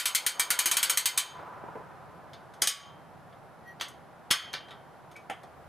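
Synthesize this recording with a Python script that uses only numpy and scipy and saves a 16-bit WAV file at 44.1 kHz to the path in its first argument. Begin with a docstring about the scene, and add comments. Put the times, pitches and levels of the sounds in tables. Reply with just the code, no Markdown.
"""A pawl clacks over the ratchet of a small sawmill's height crank, faster, then slower.
The carriage rumbles on its track and stops; steel levers squeak and clank against the ringing frame.
Under it: open air, a far traffic drone, a faint camera whine.
The camera's gain control ducks at loud clacks; the background swells back after each."""
import sys
import numpy as np
from scipy import signal
from scipy.fft import rfft, irfft, next_fast_len
from scipy.io import wavfile
from scipy.ndimage import uniform_filter1d, minimum_filter1d, map_coordinates

SR = 44100
rng = np.random.default_rng(int(sys.argv[2]) if len(sys.argv) > 2 else 0)


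def unload_audio(sound):
    """Save the sound as a 16-bit wav file, at the path given as the first command line argument."""
    columns = np.transpose(np.atleast_2d(sound))
    # keep every value between -1 and 1, then stretch to whole-number steps
    steps = np.round(np.clip(columns, -1, 1) * 32767)
    wavfile.write(sys.argv[1], SR, steps.astype(np.int16))


N = 250488
T = np.arange(int(.7 * SR)) / SR  # time axis of one hit, s
TOP_HZ = 15500

# pawl drops, one per tooth [t/s, knock re mid band/dB]
PAWL_DROPS = [(0.0561, -13), (0.1489, -20), (0.2645, -16.5), (0.3962, -11), (0.5042, -10), (0.5897, -14),
              (0.6578, -14), (0.713, -12.5), (0.7686, -12), (0.829, -14.5), (0.8968, -12.5), (0.973, -17),
              (1.057, -16.5), (1.176, -14.5)]
# levers and catches on the frame [t/s, relative level/dB, treble/dB, treble knee f/Hz]
LEVER_HITS = [(2.333, -43, -20, 4190), (2.62, -10, -3, 4500), (2.673, -12.5, -1.5, 4480),
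              (3.799, -41, -21, 4500), (3.8108, -26, -14.5, 4300), (4.306, -23.5, -13, 3740),
              (4.3103, -9.5, -8.5, 3780), (4.531, -40.5, -7, 4860), (4.538, -28, -25, 4830),
              (4.7081, -41, -24, 3750), (5.2986, -30.5, -20, 2880)]
# bars left free to ring by their catch [t/s, f/Hz, level/dB, t60/s]
BAR_RINGS = [(2.621, 1130, -34, 0.69), (2.673, 3150, -37, 0.59), (4.311, 3150, -30.5, 0.59),
             (4.539, 3150, -48, 0.71), (5.156, 2280, -41.5, 0.17), (5.156, 2500, -50, 0.2)]
# loose fittings [t/s, relative level/dB, treble/dB]
FITTING_TICKS = [(2.5367, -50.5, -10), (3.326, -54.5, -34), (3.8827, -53.5, 5), (4.684, -47, -21),
                 (5.114, -53, -8), (5.163, -50.5, -7), (5.4323, -53.5, -7.5)]
# dry pivots [centre t/s, length/s, f/Hz, level/dB, waver/share of f]
PIVOT_SQUEAKS = [(0.674, 0.045, 372, -41, 0.12), (.91, 0.098, 526, -44, 0.035),
                 (3.695, 0.064, 1907, -47.5, 0.0084)]
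# squeak overtones [ratio to pitch, relative level/dB]
PIVOT_OVERTONES = [(1.67, 4), (2.25, 1.5), (3.1, 3.5), (5.32, -2.5), (6.55, 1.5)]
# dull bumps; at 2.62 s, a low thud under the loud clank [t/s, relative level/dB, hollow f/Hz]
DULL_BUMPS = [(1.637, -38.5, 399), (1.682, -37.5, 940), (1.754, -35, 440), (1.796, -43, 467),
              (2.621, -26.5, 140), (5.297, -31, 775), (5.438, -44.5, 720)]
# steel frame modes [f/Hz, relative level/dB, t60/s]
FRAME_MODES = [(1040, -23.5, 0.25), (1162, -10, 0.27), (1334, -5.5, 0.15), (1520, -12, 0.27),
               (2280, -7, 0.14), (2382, -15.5, 0.139), (3046, -9.5, 0.29), (3127, -9, 0.31),
               (3210, -10.5, 0.14), (3626, -16.5, 0.18), (3930, -14.5, 0.1), (4070, -14, 0.18),
               (4300, -10, 0.12), (4620, -11, 0.27), (5117, -16, 0.21), (6520, -6, 0.28), (6530, -11, 0.32),
               (7980, 0.5, 0.16), (8800, -5, .16), (8620, -4, 0.22), (9350, -12.5, 0.16), (9600, -4, 0.13),
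               (11100, -8, 0.088), (13000, -2.5, .12)]

# envelopes [t/s, level/dB]
ROLL_LEVEL = [(0, -42.5), (.6, -38.5), (1.2, -44.5), (1.7, -48), (2, -52), (3, -62.5)]  # rolling carriage
TRAFFIC_LEVEL = [(0, -59), (1.6, -55.5), (3, -57.5), (5.68, -61.5)]  # far traffic, passing and receding
RUMBLE_LEVEL = [(0, -74.5), (2.5, -76.5), (5.3, -83), (5.6, -60)]  # its lowest band

# spectra [f/Hz, relative level/dB]
PAWL_SPECTRUM = [(150, -19.5), (500, -19), (1300, -1.5), (2300, -7.5), (2750, -11), (3300, -6.5),
                 (5200, -6.5), (5850, -7.5), (6450, 4), (7250, -2), (8600, 6), (10800, 0.5), (13600, -1.5),
                 (15200, -8)]  # dense ring of the pawl
LEVER_SPECTRUM = [(150, -17.5), (500, -18.5), (1100, -10.5), (2100, -1), (2600, -6.5), (3200, 1.5),
                  (4400, -3.5), (5100, 0.5), (5800, -1.5), (6500, 4.5), (7300, -4), (9500, 0.5),
                  (12000, -4), (15200, -13)]  # dense ring of levers and fittings
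TRACK_SPECTRUM = [(100, -22), (250, -9), (450, -0.5), (850, 3.5), (950, 5.5), (1005, 11), (1070, -2),
                  (1160, 3.5), (1450, 0), (2000, -12), (4000, -28.5), (9000, -38.5)]  # track under the wheels
BUMP_SPECTRUM = [(60, -19.5), (200, -5), (330, -4.5), (600, 0.5), (850, 2), (1100, -10.5), (2000, -19),
                 (5000, -58)]  # dull bumps
AIR_SPECTRUM = [(120, -30.5), (200, -7), (321, -8.5), (345, -7), (497, -7.5), (783, -1.5), (858, -5.5),
                (1130, -9.5), (1450, -12), (1680, -15), (2700, -26), (3120, -27.5), (7090, -37),
                (11400, -37.5), (15500, -46)]  # open air
TRAFFIC_SPECTRUM = [(30, -24.5), (60, -14), (75, -3.5), (105, -2), (130, 0.5), (160, 2.5), (210, -10),
                    (350, -19), (1000, -55)]  # far traffic
RUMBLE_SPECTRUM = [(30, -30.5), (55, -4.5), (76, 6.5), (100, -7.5), (160, -38.5)]  # its lowest band
BREEZE_SPECTRUM = [(20, 5), (60, -2), (200, -4), (400, -9), (1500, -63)]  # wind on the microphone ports
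THUD_SPECTRUM = [(8, -31.5), (35, -6), (120, 2.5), (300, 3.5), (700, -2.5), (2000, -25.5), (5000, -60)]  # microphone overload

# decay times [f/Hz, t60/s]
STEEL_T60 = [(200, 0.056), (1000, 0.26), (3000, 0.2), (8000, 0.12), (14000, 0.099)]  # dense ring
TREE_T60 = [(200, 0.36), (1500, 0.55), (4000, 0.37), (8000, 0.24), (14000, 0.23)]  # scatter from trunks and timber

# left-right correlation [f/Hz, coefficient]
STEEL_CORR = [(300, .8), (1400, 0.78), (3500, 1), (9000, 1), (11700, 0.89), (14500, 0.474)]
AIR_CORR = [(60, -.3), (130, 1), (290, 0.11), (640, 0.9), (1410, 0.72), (3100, 0.77), (6820, 0.312),
            (15000, 0.5)]
# microphone port imbalance [f/Hz, left minus right level/dB]
PORT_BALANCE = [(200, -1), (1400, -0.5), (4000, 0.5), (8500, 0.5), (11500, 1.5), (14500, 7.5)]


def ratchet(level_db=-13, slide_db=-21, shared=.55, usual_gap_s=0.086):
    """A sprung pawl slides off each tooth onto one spot: equal force, partly the same ring."""
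    out = np.zeros((2, N))
    wheel = noise_pair(STEEL_CORR, len(T))
    teeth = np.array([(-0.02, PAWL_DROPS[0][1]), *PAWL_DROPS])  # crank already turning
    gaps_s = np.diff(teeth[:, 0], prepend=teeth[0, 0] - usual_gap_s)
    for (t_s, knock_db), gap_s in zip(teeth, gaps_s):
        treble_db = -2.5 + np.log2(gap_s / usual_gap_s)  # quick teeth are duller
        grain = np.sqrt(shared) * wheel + np.sqrt(1 - shared) * noise_pair(STEEL_CORR, len(T))
        clack = blow(grain, PAWL_SPECTRUM, ring_db=-13, crack_db=6, crack_t60_s=0.0056,
                     trees_db=-13, contact_db=3)
        add(out, t_s, amp(level_db) * hardness(clack, knock_db, treble_db, knee_hz=4350))
        add(out, t_s - len(T) / SR, amp(level_db + slide_db) * scrape(PAWL_SPECTRUM, t60_s=0.0069))
    return out


def blow(grain, spectrum, ring_db, crack_db, crack_t60_s, trees_db, contact_db):
    """Steel on steel: bright crack, short dense ring, scatter from trees, frame modes."""
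    crack = amp(crack_db) * fade(crack_t60_s) * coloured(grain, [(2500, 1), (8000, -4)])
    diffuse = noise_pair([(300, 0.41), (1400, 0.99), (3500, 0.89), (9000, 1), (14500, .3)], len(T))
    scatter = amp(trees_db) * damped(diffuse, TREE_T60) * (1 - fade(.08))
    dense = coloured((crack + damped(grain, STEEL_T60) + scatter) * (1 - fade(0.0035)), spectrum)
    struck = unit_attack(coloured(dense, contact_point(contact_db)))
    return struck + amp(ring_db) * frame_ring() * (1 - fade(.003))


def contact_point(spread_db, points=120):
    """Each contact point favours other resonances: a random spectrum [f/Hz, level/dB]."""
    return np.transpose([np.linspace(0, TOP_HZ, points), spread_db * rng.standard_normal(points)])


def frame_ring(spread_db=0.5, beat_hz=45, beat_depth=0.99):
    """Frame modes waver like close, beating clusters; strengths vary per blow."""
    hz, db, t60_s = np.transpose(FRAME_MODES)
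    gains = amp(db + spread_db * rng.standard_normal(len(hz)))
    drift = np.array([wobble(beat_hz, len(T)) for _ in hz])
    phase = rng.uniform(0, 2 * np.pi, (len(hz), 1)) + beat_depth * drift
    beats = 1 + beat_depth * np.roll(drift, 1, axis=0) / 2
    return gains @ (np.sin(2 * np.pi * hz[:, None] * T + phase) * beats * fade(t60_s[:, None]))


def hardness(hit, knock_db, treble_db, knee_hz):
    """Hard contacts are brighter: set knock and treble against the mid band."""
    hz = np.fft.rfftfreq(len(T), 1 / SR)
    power = np.mean(abs(rfft(hit)) ** 2, axis=0)
    bands_hz = [(500, 1800), (1800, 7000), (7000, 15000)]
    low_db, mid_db, high_db = [10 * np.log10(power[(hz > a) & (hz < b)].sum()) for a, b in bands_hz]
    shelves = [(1300, knock_db - low_db + mid_db), (2200, 0),
               (knee_hz, 0), (1.63 * knee_hz, treble_db - high_db + mid_db)]
    return coloured(hit, shelves) * np.sqrt(power.sum()) / amp(mid_db)


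def scrape(spectrum, t60_s):
    """Steel slides over an edge: a brief swell that ends at the blow."""
    friction = coloured(noise_pair(STEEL_CORR, len(T)), spectrum)
    return unit_attack(friction * fade(t60_s))[:, ::-1]


def levers(level_db=-3, slide_db=-20):
    """Catches scrape home and strike the frame, each at another spot."""
    out = np.zeros((2, N))
    for t_s, db, treble_db, knee_hz in LEVER_HITS:
        knock_db = -12.5 - 0.29 * treble_db  # softer contact: less treble, more knock
        clank = blow(noise_pair(STEEL_CORR, len(T)), LEVER_SPECTRUM, ring_db=-13, crack_db=12.5,
                     crack_t60_s=0.0061, trees_db=-12, contact_db=3.5)
        slide = scrape(LEVER_SPECTRUM, t60_s=0.005)
        add(out, t_s, amp(db + level_db) * hardness(clank, knock_db, treble_db, knee_hz))
        add(out, t_s - len(T) / SR, amp(db + slide_db) * hardness(slide, knock_db, treble_db, knee_hz))
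    return out


def free_bars(waver_rad=.3):
    """A bar freed by its catch sings on after the blow."""
    out = np.zeros((2, N))
    for t_s, hz, db, t60_s in BAR_RINGS:
        tone = np.sin(2 * np.pi * hz * T + waver_rad * wobble(28, len(T)))
        add(out, t_s, amp(db) * tone * fade(t60_s) * (1 - fade(0.017)))
    return out


def fittings(level_db=-6):
    """Loose parts tick, too lightly to ring the frame much."""
    out = np.zeros((2, N))
    for t_s, db, treble_db in FITTING_TICKS:
        tick = blow(noise_pair(STEEL_CORR, len(T)), LEVER_SPECTRUM, ring_db=-14.5, crack_db=-0.5,
                    crack_t60_s=.03, trees_db=-10.5, contact_db=1.5)
        add(out, t_s, amp(db + level_db) * hardness(tick, 3, treble_db, knee_hz=4120))
    return out


def pivots(overtones_db=-26, flicker_hz=300):
    """Dry pivots stick and slip: wavering pitch, flickering overtones."""
    out = np.zeros((2, N))
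    for t_s, length_s, hz, db, waver in PIVOT_SQUEAKS:
        phase = 2 * np.pi * np.cumsum(hz * (1 + waver * wobble(flicker_hz, len(T)))) / SR
        overtones = sum(amp(level_db) * np.sin(ratio * phase) * wobble(flicker_hz, len(T))
                        for ratio, level_db in PIVOT_OVERTONES)
        tone = unit(np.sin(phase) + amp(overtones_db) * overtones)
        swell = np.exp(-(2 * (T - T.mean()) / length_s) ** 2)
        add(out, t_s - T.mean(), amp(db) * tone * swell)
    return out


def carriage(grit_db=1.1, rail_hz=1005, rail_db=-10, stop_s=1.84, stopping_s=0.053):
    """Wheels grind over grit and excite the track; the rail sings until they slow."""
    t = np.arange(N) / SR
    grind = unit(coloured(noise_pair(STEEL_CORR, N) * amp(grit_db * wobble(70)), TRACK_SPECTRUM))
    rail = unit(np.sin(2 * np.pi * rail_hz * t + wobble(35)) * (1 + wobble(25) / 2))
    at_speed = (1 - np.tanh((t - stop_s) / stopping_s)) / 2
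    return amp(curve(ROLL_LEVEL)) * (grind + amp(rail_db) * at_speed * rail)


def dull_bumps(t60_s=0.12, level_db=-5, hollow_db=9, relative_width=0.075, jolt_hz=490):
    """Dull bumps, plus a jolt under each clank: short noise bursts with one hollow resonance."""
    out = np.zeros((2, N))
    jolts = [(t_s, -27.5 + 0.65 * db, jolt_hz) for t_s, db, *_ in LEVER_HITS]
    for t_s, db, hollow_hz in [*DULL_BUMPS, *jolts]:
        def gain(hz):
            detuning = (hz / hollow_hz - 1) / relative_width
            return amp(along(BUMP_SPECTRUM, hz) + hollow_db / (1 + detuning ** 2))
        burst = noise_pair([(200, .4), (800, 0.9)], len(T)) * fade(t60_s)
        add(out, t_s, amp(db + level_db) * unit_attack(filtered(burst, gain), samples=800))
    return out


def open_air(level_db=-52.5):
    """Broad, nearly steady outdoor hush."""
    return amp(level_db + 0.17 * wobble(1)) * steady_noise(AIR_SPECTRUM, AIR_CORR)


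def traffic():
    """Far traffic drones past; its deepest rumble swells at its own pace."""
    drone_gain = amp(curve(TRAFFIC_LEVEL) + 0.89 * wobble(10))
    drone = steady_noise(TRAFFIC_SPECTRUM, [(60, -0.25), (160, 0.56)])
    rumble_gain = amp(curve(RUMBLE_LEVEL) + 0.5 * wobble(4.7))
    rumble = steady_noise(RUMBLE_SPECTRUM, [(50, -.5), (120, -0.06)])
    return drone_gain * drone + rumble_gain * rumble


def breeze(level_db=-70):
    """Light wind buffets the microphone ports."""
    return amp(level_db) * steady_noise(BREEZE_SPECTRUM, [(30, -0.78), (200, 0.041)])


def camera_whine(hz=11052, level_db=-83.5):
    """A faint high tone with wavering phase."""
    return amp(level_db) * unit(np.sin(2 * np.pi * hz * np.arange(N) / SR + wobble(39.75)))


def amp(db):
    """dB to gain."""
    return 10 ** (np.asarray(db) / 20)


def unit(x):
    """Scale to rms 1."""
    return x / np.sqrt(np.mean(x ** 2) + 1e-20)


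def unit_attack(x, samples=400):
    """Scale a hit to rms 1 over its first samples."""
    return x / np.sqrt(np.mean(x[..., :samples] ** 2) + 1e-20)


def along(points, hz):
    """Interpolate [f/Hz, value] on a log axis."""
    knots_hz, values = np.transpose(points)
    return np.interp(np.log(hz + 1), np.log(knots_hz + 1), values)


def curve(rows):
    """Interpolate [t/s, value] per sample."""
    return np.interp(np.arange(N) / SR, *np.transpose(rows))


def wobble(rate_hz, samples=N):
    """Smooth random curve, rate_hz knots a second."""
    knots = rng.standard_normal(int(samples * rate_hz / SR) + 4)
    return map_coordinates(knots, [np.arange(samples) * rate_hz / SR])


def fade(t60_s):
    """Exponential decay over one hit."""
    return np.exp(-np.log(1000) * T / t60_s)


def add(track, t_s, sound):
    """Mix a sound in at t_s."""
    start = int(round(t_s * SR))
    part = sound[..., max(-start, 0):N - start]
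    track[:, max(start, 0):max(start, 0) + part.shape[-1]] += part


def filtered(x, gain):
    """Minimum-phase filter with magnitude gain(hz)."""
    n = x.shape[-1]
    half = next_fast_len(n // 2 + 4096)
    magnitude = np.maximum(gain(np.fft.rfftfreq(2 * half, 1 / SR)), 1e-6)
    cepstrum = irfft(np.log(magnitude))
    cepstrum[1:half] *= 2
    cepstrum[half + 1:] = 0
    return irfft(rfft(x, 2 * half) * np.exp(rfft(cepstrum)))[..., :n]


def coloured(x, spectrum):
    """Filter by [f/Hz, level/dB]."""
    return filtered(x, lambda hz: amp(along(spectrum, hz)))


def noise_pair(correlation, samples):
    """White stereo noise with left-right correlation [f/Hz, coefficient]."""
    hz = np.fft.rfftfreq(samples, 1 / SR)
    angle = np.arccos(np.clip(along(correlation, hz), -.999, .999)) / 2
    white = rfft(rng.standard_normal((2, samples)))
    mid, side = irfft(white * [np.cos(angle), np.sin(angle)], samples)
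    return np.array([mid + side, mid - side])


def steady_noise(spectrum, correlation):
    """Coloured stereo noise, N samples, rms 1."""
    return unit(coloured(noise_pair(correlation, N), spectrum))


def damped(x, decays):
    """Fade each frequency by [f/Hz, t60/s]."""
    hz, t, bins = signal.stft(x, SR, nperseg=256)
    decay = amp(-60 * t / along(decays, hz)[:, None])
    return signal.istft(bins * decay, SR, nperseg=256)[1][:, :x.shape[-1]]


def gain_control(x, threshold_db=-21.5, squeeze=0.78, hold_s=0.067, release_db_per_s=62):
    """Gain drops at once on loud treble, holds, then climbs back."""
    treble = np.diff(x.mean(axis=0), prepend=0)
    treble_db = 10 * np.log10(abs(uniform_filter1d(treble ** 2, 200)) + 1e-20)
    needed_db = -squeeze * np.maximum(treble_db - threshold_db, 0)
    needed_db[0] = -11  # starts low under the running ratchet
    half = int(hold_s * SR / 2)
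    held_db = minimum_filter1d(needed_db, 2 * half + 1, origin=half)
    climb_db = release_db_per_s * np.arange(N) / SR
    gain_db = climb_db + np.minimum.accumulate(held_db - climb_db)
    return x * amp(uniform_filter1d(gain_db, 100))


def scene():
    """Mill and background at the two microphone ports."""
    mill = ratchet() + levers() + free_bars() + fittings() + pivots() + carriage() + dull_bumps()
    background = open_air() + traffic() + breeze() + camera_whine()
    lean = amp(along(PORT_BALANCE, np.fft.rfftfreq(2 * N, 1 / SR)) / 2)
    return irfft(rfft(mill + background, 2 * N) * [lean, 1 / lean])[:, :N]


def record(dry, left_thud_db=-8.0, right_thud_db=-4.5):
    """Gain control; steep treble overloads the input into a low antiphase thud; low-pass."""
    levelled = gain_control(dry)
    treble = np.diff(levelled.mean(axis=0), 2, prepend=[0, 0])
    thud = coloured(treble ** 2, THUD_SPECTRUM)
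    heard = levelled + thud * np.array([[amp(left_thud_db)], [-amp(right_thud_db)]])
    low_pass = 1 / (1 + (np.fft.rfftfreq(2 * N, 1 / SR) / TOP_HZ) ** 120)
    return irfft(rfft(heard, 2 * N) * low_pass)[:, :N]


dry = scene()
out = record(dry)
unload_audio(out)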